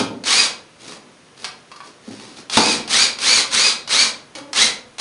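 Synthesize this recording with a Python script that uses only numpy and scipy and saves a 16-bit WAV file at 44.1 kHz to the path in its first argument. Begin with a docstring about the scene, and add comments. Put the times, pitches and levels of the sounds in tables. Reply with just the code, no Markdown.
"""A knock on a hollow plasterboard wall, then a cordless drill gives one short burst, its gears whining
and rattling. Hands shift and the bit clicks into the screw head. Five quick trigger pulls drive the
screw through a wooden board, and during the first the drill bangs on the wall. The screw creaks in the
wood and two last pulls follow, the final one loudest.
A bare room rings with it all, heard by one small microphone."""
import sys
import numpy as np
from scipy import signal
from scipy.fft import rfft, irfft, next_fast_len
from scipy.io import wavfile
from scipy.ndimage import map_coordinates

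SR = 44100
rng = np.random.default_rng(int(sys.argv[2]) if len(sys.argv) > 2 else 0)


def to_wav(s):
    """Save 16-bit WAV."""
    ch = np.atleast_2d(s).T  # columns
    pcm = np.round(np.clip(ch, -1, 1) * 32767)  # PCM
    wavfile.write(sys.argv[1], SR, pcm.astype(np.int16))


N = 220808

# trigger pulls: start_s, held_s, free_speed_rev_per_s, time_to_stall_s, level_db, click_db
TRIGGER_PULLS = [ (.238, 0.17, 305, 0.49, -11, -25), (2.498, .215, 313, .4, -14, -22),
                 (2.877, 0.15, 306, 0.39, -12, -23.5), (3.187, .19, 310, 0.3, -12, -23),
                 (3.495, .172, 311, 0.4, -12, -40), (3.876, .14, 303, .36, -11, -24),
                 (4.531, 0.097, 305, 0.22, -10, -19), (4.983, 0.12, 340, 0.48, -3.5, -26.5), ]
# resonances of the chuck and gear case: pitch_hz, width_hz, level_db
CASE_MODES = [(2210, 180, -6), (3866, 66, 6.5), (4340, 490, 1.5), (4500, 160, -1.5), (4630, 470, -13)]


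def amp(db):
    return 10 ** (np.asarray(db) / 20)


def unit(x):
    return x / np.sqrt(np.mean(x ** 2) + 1e-20)


def along(points, hz):
    """A curve through (frequency_hz, value) points, read on a log frequency axis."""
    knots_hz, values = np.transpose(points)
    return np.interp(np.log(hz + 1), np.log(knots_hz + 1), values)


def curves(rows):
    """A gate over the time span of the rows, then one value per sample for each further column."""
    times, *columns = np.transpose(rows)
    t = np.arange(N) / SR
    return [(t >= times[0]) & (t <= times[-1])] + [np.interp(t, times, column) for column in columns]


def wobble(rate):
    """A smooth random curve, rate knots a second."""
    return map_coordinates(rng.standard_normal(int(N * rate / SR) + 4), [np.arange(N) * rate / SR])


def filtered(x, response):
    """x shaped by a gain that depends on frequency."""
    size = next_fast_len(N + SR // 2)
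    return irfft(rfft(x, size) * response(np.fft.rfftfreq(size, 1 / SR)), size)[:N]


def coloured(x, spectrum):
    """x through a (frequency_hz, gain_db) curve, at rms 1."""
    return unit(filtered(x, lambda hz: amp(along(spectrum, hz))))


def noise(spectrum):
    """Coloured noise of rms 1."""
    return coloured(rng.standard_normal(N), spectrum)


def ringing(x, modes):
    """x through (pitch_hz, width_hz, level_db) resonances, keeping its power."""
    def body(hz):
        return sum((-1) ** k * amp(db) * 1j * hz * width / (pitch ** 2 - hz ** 2 + 1j * hz * width)
                   for k, (pitch, width, db) in enumerate(modes))
    return unit(filtered(x, body)) * np.std(x)


def blows(rows, t60):
    """The envelope of (start_s, level_db) hits that each fall 60 dB in t60 seconds."""
    envelope, t = np.zeros(N + SR), np.arange(SR // 4) / SR
    for start, db in rows:
        envelope[max(round(start * SR), 0):][:len(t)] += amp(db - 60 * t / t60)
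    return envelope[:N]


def gain_control(x, threshold_db=-10, attack_s=0.0086, recover_db_per_s=14):
    """The gain ducks under a loud sound and creeps back."""
    keep = np.exp(-1 / (attack_s * SR))
    power = signal.lfilter([1 - keep], [1, -keep], x ** 2)
    over_db = np.maximum(10 * np.log10(power + 1e-20) - threshold_db, 0)
    recovery = recover_db_per_s * np.arange(N) / SR
    return x * amp(recovery - np.maximum.accumulate(over_db + recovery))


def room_tone(air_db=-49.0, whistle_db=-70, whistle_hz=8200):
    """A bed of still air with a faint high whistle."""
    # colour of the air: frequency_hz, level_db
    air_colour = [(15, -55), (25, -30), (130, -4), (419, -6), (500, -6.5), (732, -9.5), (874, -13),
                  (944, -8.5), (1870, -12.5), (2610, -13.5), (7960, -20.5), (10800, -22.5), (14000, -53),
                  (22000, -120)]
    whistle = np.sin(2 * np.pi * whistle_hz * np.arange(N) / SR + wobble(150))
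    return amp(air_db) * noise(air_colour) + amp(whistle_db) * whistle


def room_reverb(x, build_s=0.0043):
    """Bare walls answer within milliseconds; the bass lingers longest."""
    # decay of the room: frequency_hz, t60_s
    decay_times = [(100, 0.94), (220, 0.74), (530, 0.65), (1400, 0.43), (4000, 0.33), (10000, 0.26)]
    hz, t, bands = signal.stft(rng.standard_normal(SR), SR, nperseg=256)
    decay = amp(-60 * t / along(decay_times, hz)[:, None])
    tail = signal.istft(bands * decay, SR, nperseg=256)[1]
    tail *= 1 - np.exp(-(np.arange(len(tail)) / SR / build_s) ** 2)
    return signal.fftconvolve(x, tail / np.linalg.norm(tail))[:N]


def hand_rustle(grain_db=3):
    """Skin and cloth slide in small catches; each stroke swells and fades."""
    # hands and sleeves on board and drill: start_s, length_s, level_db
    strokes = [(0.775, 0.22, -39), (1.36, 0.11, -40), (1.812, 0.11, -45), (1.994, .44, -42.5),
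               (2.358, 0.07, -41), (4.349, 0.059, -36.5)]
    # colour of the friction: frequency_hz, level_db
    cloth_colour = [(60, -21), (250, 7), (600, -1.5), (1200, -3), (2500, -4), (4500, 0), (6200, -4.5),
                    (8000, -6), (10500, -9)]
    t = np.arange(N) / SR
    swells = sum(amp(db) * np.sin(np.pi * np.clip((t - start) / length, 0, 1))
                 for start, length, db in strokes)
    return swells * unit(noise(cloth_colour) * amp(grain_db * wobble(300)))


def screw_creak(jitter=0.02444):
    """The screw sticks and slips almost evenly in the wood."""
    # path of one short creak: time_s, pitch_hz, level_db
    creak_path = [(4.35, 301.8, -45.5), (4.385, 273.2, -34), (4.42, 289, -44), (4.45, 288.3, -58),
                  (4.51, 284, -40)]
    # tone of the wood: frequency_hz, gain_db
    wood_colour = [(150, -37), (285, 1.5), (570, 1), (860, -8), (1400, -15), (3000, -34), (8000, -46)]
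    gate, pitch, db = curves(creak_path)
    cycles = np.cumsum(pitch * (1 + jitter * wobble(120))) / SR
    slips = np.diff(np.floor(cycles), prepend=0)
    return gate * amp(db) * coloured(slips - slips.mean(), wood_colour)


def wall_knocks(hits=4, rebound_s=.031, rebound_pitch_ratio=0.84, boom_lag_s=0.00457):
    """Each blow cracks on the board; the heavy wall booms just after, with ever weaker, duller rebounds."""
    # blows on the wall: start_s, boom_db, crack_db, force_centre_hz, first_rebound_loss_db
    knocks = [(0, -17.5, -14.5, 215, 11), (.96, -38.5, -50, 400, 15), (2.069, -33, -52, 200, 5),
              (2.571, -1, -3.5, 570, 18)]
    # resonances of the hollow wall: pitch_hz, width_hz, level_db
    wall_modes = [(113, 19, -4.5), (173.6, 14, -4), (214.6, 38, 3.5), (290, 62, 2), (393, 51, -1),
                  (529, 83, -2.5), (810, 140, -2), (1140, 570, -21)]
    # colour of the crack: frequency_hz, level_db
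    crack_colour = [(70, -39), (200, 0.5), (650, -3.5), (1200, -2), (2000, -12), (3200, -6), (5000, -9.5),
                    (10000, -19)]
    force = np.zeros(N)
    for start, boom_db, _, first_hz, loss_db in knocks:
        for k in range(hits):
            hz = first_hz * rebound_pitch_ratio ** k
            band = signal.butter(2, [hz / 2, hz * 2], "band", fs=SR, output="sos")
            hit_s = start + boom_lag_s + k * rebound_s
            push = blows([(hit_s, boom_db - loss_db * np.log2(1 + k))], t60=0.041)
            force += push * unit(signal.sosfilt(band, rng.standard_normal(N)))
    cracks = blows([(start, crack_db) for start, _, crack_db, *_ in knocks], t60=0.099)
    return ringing(force, wall_modes) + cracks * noise(crack_colour)


def trigger_and_bit(case_db=-6, chatter_s=.0045, chatter_loss_db=8):
    """The trigger and the slack in the chuck snap and ring; the bit touches the screw twice each time."""
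    # the bit meets the screw head: start_s, snap_db, ring_db
    contacts = [(.92, -55, -40), (1.444, -22, -33), (1.716, -40, -31), (1.761, -40, -49), (1.804, -46, -28),
                (2.211, -45, -49), (2.38, -46, -55), (4.352, -29.5, -51), (4.384, -46, -29.5)]
    # colour of a snap: frequency_hz, level_db
    snap_colour = [(100, -31), (500, -1.5), (1200, 2), (2400, -1.5), (3400, 3.5), (4000, -3.5), (4900, 1),
                   (6500, -3.5), (10500, -7.5)]
    # resonances of the screw: pitch_hz, width_hz, level_db
    screw_modes = [(1107, 110, 3), (1190, 130, -14), (1420, 110, -12), (2670, 120, -10.5), (3320, 130, -11),
                   (5260, 250, -37)]
    triggers = [(start, click_db) for start, *_, click_db in TRIGGER_PULLS]
    touches = contacts + [(start + chatter_s, snap - chatter_loss_db, ring - chatter_loss_db)
                          for start, snap, ring in contacts]
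    chuck_snaps = [(start, snap) for start, snap, _ in touches]
    snaps = blows(triggers + chuck_snaps, t60=0.048) * noise(snap_colour)
    taps = blows([(start, ring) for start, _, ring in touches], t60=0.023)
    screw_ring = ringing(taps * rng.standard_normal(N), screw_modes)
    return snaps + amp(case_db) * ringing(snaps, CASE_MODES) + screw_ring


def motor(spin_up_s=.062, attack_s=0.033, coast_s=.128, fade_db=35, fade_curve=1.69, surge_db=0.97):
    """Each pull spins the motor up, the screw grips ever harder, and on release it coasts to rest."""
    speed, level, drive = np.zeros((3, N))  # rev/s, amplitude, share of full drive
    for start, held, free_speed, stall_s, db, _ in TRIGGER_PULLS:
        t = np.maximum(np.arange(N) / SR - start, 0)
        coasted = np.clip((t - held) / coast_s, 0, 1)
        braking = np.clip(1 - (t / stall_s) ** 4, 0, 1)
        revs = free_speed * (1 - np.exp(-t / spin_up_s)) * braking * (1 - coasted ** 2)
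        attack = 1 - np.exp(-(t / attack_s) ** 2)  # the gears take up load
        speed = np.maximum(speed, revs)
        drive = np.maximum(drive, revs / revs.max() * (1 - coasted))
        level += (revs > 0) * attack * amp(db - fade_db * coasted ** fade_curve)
    uneven_load = amp(surge_db * wobble(40))
    return speed, level * uneven_load, drive


def gear_rattle(turns, pace, teeth=9, impact_share=0.41, rough_db=1.5, slow_tilt_db=5):
    """Each tooth lands with its own force, over the hiss of sliding flanks and fan."""
    # tone of the housing: frequency_hz, gain_db
    housing_colour = [(30, -24), (120, -23), (300, -15), (700, -13.5), (1100, -7.5), (1700, -8.5),
                      (2300, -4.5), (2800, -5.5), (3700, -1), (4600, -1.5), (5400, -3), (6800, -5),
                      (8500, -5), (10200, -12)]
    impacts = np.diff(np.floor(teeth * turns), prepend=0) * rng.standard_normal(N)
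    impacts /= np.std(impacts[pace > 0])
    hiss = rng.standard_normal(N)
    rattle = coloured(np.sqrt(impact_share) * impacts + np.sqrt(1 - impact_share) * hiss, housing_colour)
    rattle /= np.std(rattle[pace > 0])
    # slow teeth land softly, so the rattle is duller
    lows = filtered(rattle, lambda hz: 1 / (1 + (hz / 1800) ** 4))
    rattle += lows * (amp(slow_tilt_db * (1 - pace)) - 1)
    return rattle * amp(rough_db * wobble(420) - 3.5)


def gear_whine(turns, drive, flutter_db=3):
    """The mesh sings most when driven near top speed, and fades when the teeth slow or coast."""
    # partials of motor and gears: multiple_of_motor_speed, level_db, phase_wander_rad
    partials = [(3.984, -27, 0.26), (5.93, -19.5, 0.17), (8.997, -8, 0.07), (14.1, -20.5, 0.47),
                (16.65, -15, 0.9), (17.32, -4.5, 0.6), (17.53, -8, 0.87), (25.45, -10, 0.9)]
    tones = np.zeros(N)
    for multiple, db, wander in partials:
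        level = amp(db + flutter_db * wobble(190))
        tones += level * np.sin(2 * np.pi * multiple * turns + wander * wobble(260))
    return tones * drive ** 2


def drill(whine_db=-1, case_db=-13, board_db=-27):
    """Rattle and whine; the shaking rings the gear case and, through the screw, the board."""
    # resonances of the board under the screw: pitch_hz, width_hz, level_db
    board_modes = [(228, 22, -6), (516, 48, -7)]
    speed, level, drive = motor()
    turns = np.cumsum(speed) / SR
    shaking = rng.standard_normal(N)
    nudge = blows([(3.8, -41)], t60=0.33)  # the chuck rings on as it is nudged
    case = ringing((amp(case_db) * level + nudge) * shaking, CASE_MODES)
    board = amp(board_db) * ringing(level * shaking, board_modes)
    rattle = gear_rattle(turns, pace=speed / speed.max())
    whine = amp(whine_db) * gear_whine(turns, drive)
    return level * (rattle + whine) + case + board


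def scene(tool_direct_db=-1, tool_send_db=-5.5, handling_send_db=-2):
    """The drill and its handling, straight and off the walls, over the room tone."""
    tool = drill()
    handling = trigger_and_bit() + wall_knocks() + screw_creak() + hand_rustle()
    reverb = room_reverb(amp(tool_send_db) * tool + amp(handling_send_db) * handling)
    mono = amp(tool_direct_db) * tool + handling + reverb + room_tone()
    return np.array([mono, mono])


def record(dry, ceiling=.92, top_hz=11000):
    """A small microphone with a treble notch, gain control, soft overload and the top end cut off."""
    # response of the microphone: frequency_hz, gain_db
    mic_response = [(6900, 0), (7250, -9.5), (7550, -4), (10200, 0), (10800, -12.5)]
    x = filtered(dry[0], lambda hz: amp(along(mic_response, hz)))
    x = gain_control(x)
    x = x / (1 + np.abs(x / ceiling) ** 6) ** (1 / 6)
    x = filtered(x, lambda hz: hz < top_hz)
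    return np.array([x, x])


dry = scene()
out = record(dry)
to_wav(out)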